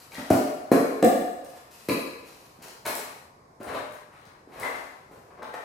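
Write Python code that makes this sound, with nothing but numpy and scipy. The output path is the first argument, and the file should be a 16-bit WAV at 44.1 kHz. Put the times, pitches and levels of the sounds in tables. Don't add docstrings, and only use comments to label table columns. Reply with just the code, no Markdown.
import sys
import numpy as np
from scipy import signal
from scipy.fft import rfft, irfft, next_fast_len
from scipy.io import wavfile
from scipy.ndimage import map_coordinates

SR = 44100
rng = np.random.default_rng(int(sys.argv[2]) if len(sys.argv) > 2 else 0)


def undo_db(level):
    steps = np.asarray(level, float) / 20
    return 10 ** steps


def transcribe(signal):
    frames = np.atleast_2d(signal).T
    limited = np.clip(frames, -1, 1)
    pcm = np.round(limited * 32767).astype(np.int16)
    wavfile.write(sys.argv[1], SR, pcm)


N = 248724


def unit(x):
    return x / np.sqrt(np.mean(x ** 2) + 1e-20)


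def along(points, hz):
    point_hz, value = np.transpose(points)
    return np.interp(np.log(hz + 1), np.log(point_hz + 1), value)


def filtered(x, response):
    size = next_fast_len(x.shape[-1] + 8192)
    spectrum = rfft(x, size) * response(np.fft.rfftfreq(size, 1 / SR))
    return irfft(spectrum, size)[..., :x.shape[-1]]


def highpass(hz):
    return lambda f: 1j * f / (1j * f + hz)


def coloured(points):
    def response(hz):
        cepstrum = irfft(np.log(undo_db(along(points, hz)) + 1e-6))
        half = len(cepstrum) // 2
        cepstrum[1:half] *= 2
        cepstrum[half + 1:] = 0
        return np.exp(rfft(cepstrum))
    return response


def gritty(size, spread_db):
    grain_db = spread_db * rng.standard_normal(size // 64 + 1).repeat(64)[:size]
    return unit(rng.standard_normal(size) * undo_db(grain_db))


# pitch_hz, width_hz, level_db
BLADE_MODES = [(767, 96, -2), (941.5, 6.4, 15), (1180, 20, -13), (1920, 130, -7), (2178, 50, 1.5),
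               (2360, 380, -8.5), (4030, 190, -8.5), (8700, 570, -16)]


def blade(f):
    response = 0
    for k, (mode_hz, width_hz, db) in enumerate(BLADE_MODES):
        mode = 1j * f * width_hz / (mode_hz ** 2 - f ** 2 + 1j * f * width_hz)
        response = response + (-1) ** k * undo_db(db) * mode
    return response


# start_s, left_over_right_db, ring_time_stretch
POSITION = [(0, 4.5, 0.97), (2.2, 3, 0.96), (2.8, 3.9, 0.6), (3.6, 7, 0.63), (4.5, 5, 0.69), (5.6, 6, 1.64)]
# pitch_hz, t60_s
GARAGE_DECAY = [(100, 0.16), (260, 0.75), (700, 1), (1840, 1), (4850, 0.97), (12800, 0.73)]
# pitch_hz, side_over_mid_db
DIFFUSE_WIDTH = [(60, -19), (200, -18), (380, -6), (700, -2), (1290, 4), (2380, -1.5), (4400, 1.5),
                 (8120, -4), (12000, -6), (16000, -9)]
# pitch_hz, share
SIDE_SHARE = [(200, -0.47), (600, 0.053), (1200, 0.98), (2500, 1.28), (5000, 0.37), (9000, 1.36),
              (14000, 0.11)]
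# pitch_hz, level_db
ROOM_MODES = [(112, -17.5), (171, -27.5), (241, -26), (273, -21.5), (431, -25.5), (475, -34), (602, -22),
              (721, -22.5)]


def add(mix, dry, start_s, room_db):
    when, *place = np.transpose(POSITION)
    step_db, live = (np.interp(start_s, when, column) for column in place)
    hz, t, z = signal.stft(rng.standard_normal((2, SR)), SR, nperseg=256)
    z = z * undo_db(-60 * t / live / along(GARAGE_DECAY, hz)[:, None])
    z[1] *= undo_db(along(DIFFUSE_WIDTH, hz))[:, None]
    mid, side = signal.istft(z, SR, nperseg=256)[1]
    t = np.arange(len(mid)) / SR
    for mode_hz, db in ROOM_MODES:
        decay_db = -60 * t / live / along(GARAGE_DECAY, mode_hz)
        wave = np.sin(2 * np.pi * (mode_hz * t + rng.random()))
        mid += undo_db(db + rng.normal(0, 0.99) + decay_db) * wave
    build = 1 - np.exp(-(t / 0.007) ** 2)
    paths = undo_db(room_db) * build * np.array([mid + side, mid - side]) / np.linalg.norm(mid)
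    paths[:, 0] += 1
    paths = filtered(paths, lambda f: undo_db(step_db * along(SIDE_SHARE, f) * [[0.5], [-0.5]]))
    heard = signal.fftconvolve(dry[None], paths, axes=1)
    start = round(start_s * SR)
    mix[:, start:start + heard.shape[1]] += heard[:, :N - start]


# start_s, level_db, thump_hz, spatter_t60_s, room_db
BLOWS_ON_SLAB = [
    (0.303, 0, 440, 0.32, 1.5),
    (0.714, 1.5, 493, 0.24, 2.5),
    (1.025, -3.5, 413, 0.02, 7),
    (1.885, -11, 432.6, 0.083, 7.5),
]
# pitch_hz, level_db
LOAD_COLOURS = [
    [(29, -85), (50, -23), (135, -10), (208, -8), (252, -6.5), (472, -15.5), (630, -4.5), (1270, -14.5),
     (1500, -18), (1780, -21.5), (3500, -31.5), (11700, -30), (16000, -36)],
    [(29, -33), (50, -43), (81, -23.5), (213, -11), (284, -7), (398, -8), (439, -8), (973, -17.5),
     (1050, -16), (2880, -38), (6550, -43), (12000, -37), (16000, -51)],
    [(29, -97.5), (50, -45), (81, 3.5), (135, -26), (234, 3.5), (362, -7.5), (601, 1), (1050, -3.5),
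     (1270, -19), (2380, -21), (3410, -27.5), (10900, -35), (16000, -42)],
    [(29, -99), (50, -22), (264, -5), (472, -6.5), (822, -15), (950, -6), (1430, -20), (2490, -20.5),
     (3410, -32.5), (4140, -23), (6090, -34.5), (12000, -28.5), (16000, -42.5)],
]
BLADE_RING = [-44, -33, -77, -38]
# delay_s, size
FAR_EDGE = [(.0028, 2.49), (.0042, 0.2), (.0058, 1.1), (.006, 0.12)]
BLOW_DELAY = [0, .0018, .001, .0015]


def blows():
    mix, t = np.zeros((2, N)), np.arange(SR // 5) / SR
    parts = zip(BLOWS_ON_SLAB, LOAD_COLOURS, BLADE_RING, FAR_EDGE, BLOW_DELAY)
    for (s, db, thump_hz, spatter_s, room_db), colour, ring_db, (lag_s, slap), late_s in parts:
        push = np.exp(-((t - 0.0018) * thump_hz * 4.94) ** 2)
        recoil = np.exp(-((t - 0.0008) * thump_hz * 15.4) ** 2)
        contact = (push - 0.52 * recoil) / push.sum()
        contact = contact + slap * np.roll(contact, round(lag_s * SR))
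        burst = 1 - np.exp(-t / 0.003) + 1.5 * np.exp(-t / 0.0015)
        spray = gritty(len(t), spread_db=2.5) * undo_db(-60 * t / spatter_s) * burst
        spray = filtered(spray / np.linalg.norm(spray), highpass(1300))
        body = filtered(contact + 0.59 * spray, coloured(colour))
        ring = filtered(spray + contact, blade)
        blow = body / np.abs(body).max() + undo_db(ring_db) * ring / np.abs(ring).max()
        add(mix, undo_db(db - 3.0) * blow, s + late_s, room_db)
    return mix


# pitch_hz, level_db
WEIGHT_COLOUR = [(50, 13), (120, -1), (250, -4.5), (500, 1.5), (900, -4), (1600, -15), (3000, -34.5),
                 (8000, -58)]
# pitch_hz, level_db
SOLE_COLOUR = [(300, -17.5), (600, 4), (1000, 7), (1800, 7), (2600, -1.5), (3600, -8), (6000, -15.5),
               (12000, -39)]
# pitch_hz, level_db
SAND_COLOUR = [(1470, -66), (2500, 0), (3550, -8), (4020, -3.5), (8140, -6), (8800, -9.5), (10900, -4),
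               (15200, -10.5), (16000, -49)]


def grit(weight_db, steel, low_hz, sand_db):
    size = round(0.4 * SR)
    weight = filtered(gritty(size, spread_db=4.5), coloured(WEIGHT_COLOUR))
    weight = unit(filtered(weight, lambda f: highpass(low_hz)(f) ** 2))
    ring = unit(filtered(gritty(size, spread_db=2), blade))
    sole = unit(filtered(gritty(size, spread_db=1.0), coloured(SOLE_COLOUR)))
    scrape = unit(steel * ring + (1 - steel) * sole)
    hiss = unit(filtered(gritty(size, spread_db=-2.0), coloured(SAND_COLOUR)))
    crushed = rng.random(size) < 200 / SR
    crunch = crushed * undo_db(3.5 * rng.standard_normal(size))
    crunch = unit(filtered(crunch, lambda f: coloured(SOLE_COLOUR)(f) / (1 + 1j * f / 2500) ** 2))
    return undo_db(weight_db) * weight + scrape + undo_db(sand_db) * hiss + 0.4 * crunch


def drag(strokes, weight_db, steel, low_hz):
    mix = np.zeros((2, N))
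    for s, rise_s, fade_s, db, sand_db in strokes:
        t = np.arange(round(min(rise_s + fade_s, 0.4) * SR)) / SR
        judder_db = 3 * map_coordinates(rng.standard_normal(40), [t * 47.1])
        ease_db = -34.5 * np.maximum(t - rise_s, 0) / fade_s
        lift = np.minimum((t[-1] - t) / 0.02, 1)
        pressure = np.minimum(t / rise_s, 1) ** 0.94 * undo_db(ease_db + judder_db) * lift
        layers = grit(weight_db, steel, low_hz, sand_db)[:len(t)]
        add(mix, undo_db(db - 9.5) * pressure * layers, s, room_db=3.5)
    return mix


# start_s, rise_s, fade_s, level_db, sand_over_scrape_db
BOOT_SCUFFS = [(0.105, 0.012, 0.9, -47.5, 4), (0.17, 0.017, 0.1, -36, -8), (2.582, 0.047, 0.29, -46.5, -9),
               (3.62, 0.12, 0.29, -34, -13), (4.475, 0.093, 0.45, -42.5, -8.5)]
# start_s, rise_s, fade_s, level_db, sand_over_scrape_db
LIGHT_SHUFFLES = [(0.0, 0.0013, 0.14, -49, 4), (1.44, 0.0047, 0.34, -50, 1.5),
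                  (1.55, 0.027, 0.042, -42.5, -3.5), (1.705, 0.01, 0.81, -54, 5.5),
                  (2.2, 0.09, 1, -59.5, 6), (2.618, 0.01, 0.24, -52.5, 10), (3.905, 0.053, 0.1, -46, -11),
                  (4.095, 0.03, 0.67, -51.5, -15), (4.245, 0.0065, 0.2, -50, -20),
                  (4.595, 0.012, 0.06, -35.5, -6)]
# start_s, rise_s, fade_s, level_db, sand_over_scrape_db
EDGE_SCRAPES = [(2.85, 0.0071, 0.42, -29.5, -2.5)]
# start_s, rise_s, fade_s, level_db, sand_over_scrape_db
BARROW_DIGS = [(4.622, 0.0041, 0.34, -34, -10), (4.72, 0.037, 0.41, -52, 1),
               (5.42, 0.0027, 0.091, -34.5, -25), (5.535, 0.009, 0.048, -31, -11)]
# start_s, rise_s, fade_s, level_db, sand_over_scrape_db
DULL_SHOVES = [(3.598, 0.013, 0.18, -47, -4.5), (5.108, 0.008, 0.22, -53, -1.5),
               (5.3, 0.0071, 0.17, -54, -22), (5.366, 0.021, 0.064, -46, -26)]


def drags():
    return (drag(BOOT_SCUFFS, weight_db=5.26, steel=0.34, low_hz=124)
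            + drag(LIGHT_SHUFFLES, weight_db=-11, steel=0.37, low_hz=75)
            + drag(EDGE_SCRAPES, weight_db=0.45, steel=0.5, low_hz=235)
            + drag(BARROW_DIGS, weight_db=4.9, steel=0.3, low_hz=470)
            + drag(DULL_SHOVES, weight_db=11.3, steel=0.077, low_hz=180))


# start_s, level_db, pitch_hz
BOOT_STEPS = [(0.182, -20, 208), (2.588, -34, 245), (3.603, -22.5, 277), (4.474, -30, 330),
              (5.112, -29, 373), (3.899, -38, 126), (4.268, -37, 126), (4.599, -39, 120), (4.749, -45, 145),
              (5.169, -40, 103)]


def steps():
    mix, t = np.zeros((2, N)), np.arange(SR // 10) / SR
    for s, db, hz in BOOT_STEPS:
        push = np.sin(2 * np.pi * hz * t) * t * hz * np.exp(-t * hz * 2.3)
        add(mix, undo_db(db + 9.0) * filtered(push, highpass(hz)), s, room_db=1.5)
    return mix


# start_s, level_db, pitch_hz, t60_s, overtone_db
STEEL_CLANKS = [(0.1194, -43, 2290, 0.021, 1), (0.1522, -37.5, 1930, 0.021, 3),
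                (1.8961, -19, 2430, 0.0089, 0), (4.6314, -26, 2033, 0.02, -10),
                (5.5371, -37.5, 1840, 0.028, -8)]
# ratio_to_lowest, level_db
OVERTONES = [(1.059, -10), (1.7, -11), (3.46, -24.5)]


def clanks():
    mix, t = np.zeros((2, N)), np.arange(SR // 20) / SR
    for s, db, hz, t60_s, over_db in STEEL_CLANKS:
        ring = np.sin(2 * np.pi * hz * t)
        for ratio, partial_db in OVERTONES:
            ring += undo_db(over_db + partial_db) * np.sin(2 * np.pi * ratio * hz * t)
        touch = 1 - np.exp(-t / 0.002)
        add(mix, undo_db(db + 9.5 - 60 * t / t60_s) * touch * ring, s, room_db=3.5)
    return mix


# start_s, level_db, pitch_hz
LOOSE_STONES = [(0.119, -41, 4960), (0.1468, -27, 4530), (0.1966, -29, 4630), (1.042, -35, 10300),
                (1.0475, -13.5, 9700), (1.448, -36, 7670), (2.6264, -37, 10100), (2.6838, -27.5, 4300),
                (2.8637, -14, 11400), (2.953, -15.5, 9600), (3.632, -33.5, 8000), (3.752, -28.5, 3580),
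                (3.9103, -39, 4657), (3.924, -37.5, 8300), (4.2137, -43, 4070), (4.254, -37, 4350),
                (4.599, -27, 9800), (5.4296, -31, 4840)]


def stones():
    mix, t = np.zeros((2, N)), np.arange(SR // 50) / SR
    for s, db, hz in LOOSE_STONES:
        crack = rng.standard_normal(len(t)) * undo_db(-60 * t / 0.0092)
        click = filtered(crack, lambda f: 1j * f * hz / (hz * hz - f * f + 0.6j * f * hz))
        add(mix, undo_db(db - 8.0) * click, s, room_db=5.5)
    return mix


# pitch_hz, level_db
AIR_COLOUR = [(15, -42), (25, -8), (161, -4.5), (270, -10.5), (363, -6.5), (962, -11.5), (1100, -10),
              (1370, -21.5), (2280, -24.5), (2840, -39), (5000, -30.5), (12500, -40), (16000, -55)]


def air():
    mid, side = rng.standard_normal((2, N))
    side = filtered(side, lambda f: undo_db(along(DIFFUSE_WIDTH, f)))
    drift_db = 0.093 * map_coordinates(rng.standard_normal(20), [np.arange(N) * 3.8 / SR])
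    murmur = filtered(np.array([mid + side, mid - side]), lambda f: undo_db(along(AIR_COLOUR, f)))
    return undo_db(-55.5 + drift_db) * unit(murmur)


def scene():
    return blows() + drags() + steps() + clanks() + stones() + air()


def band_limit(x):
    return signal.sosfilt(signal.butter(12, 16550, fs=SR, output="sos"), x)


def record(dry):
    mix = filtered(dry, lambda f: (f < 16000) * highpass(35)(f) ** 2)
    return band_limit(mix)


dry = scene()
out = record(dry)
transcribe(out)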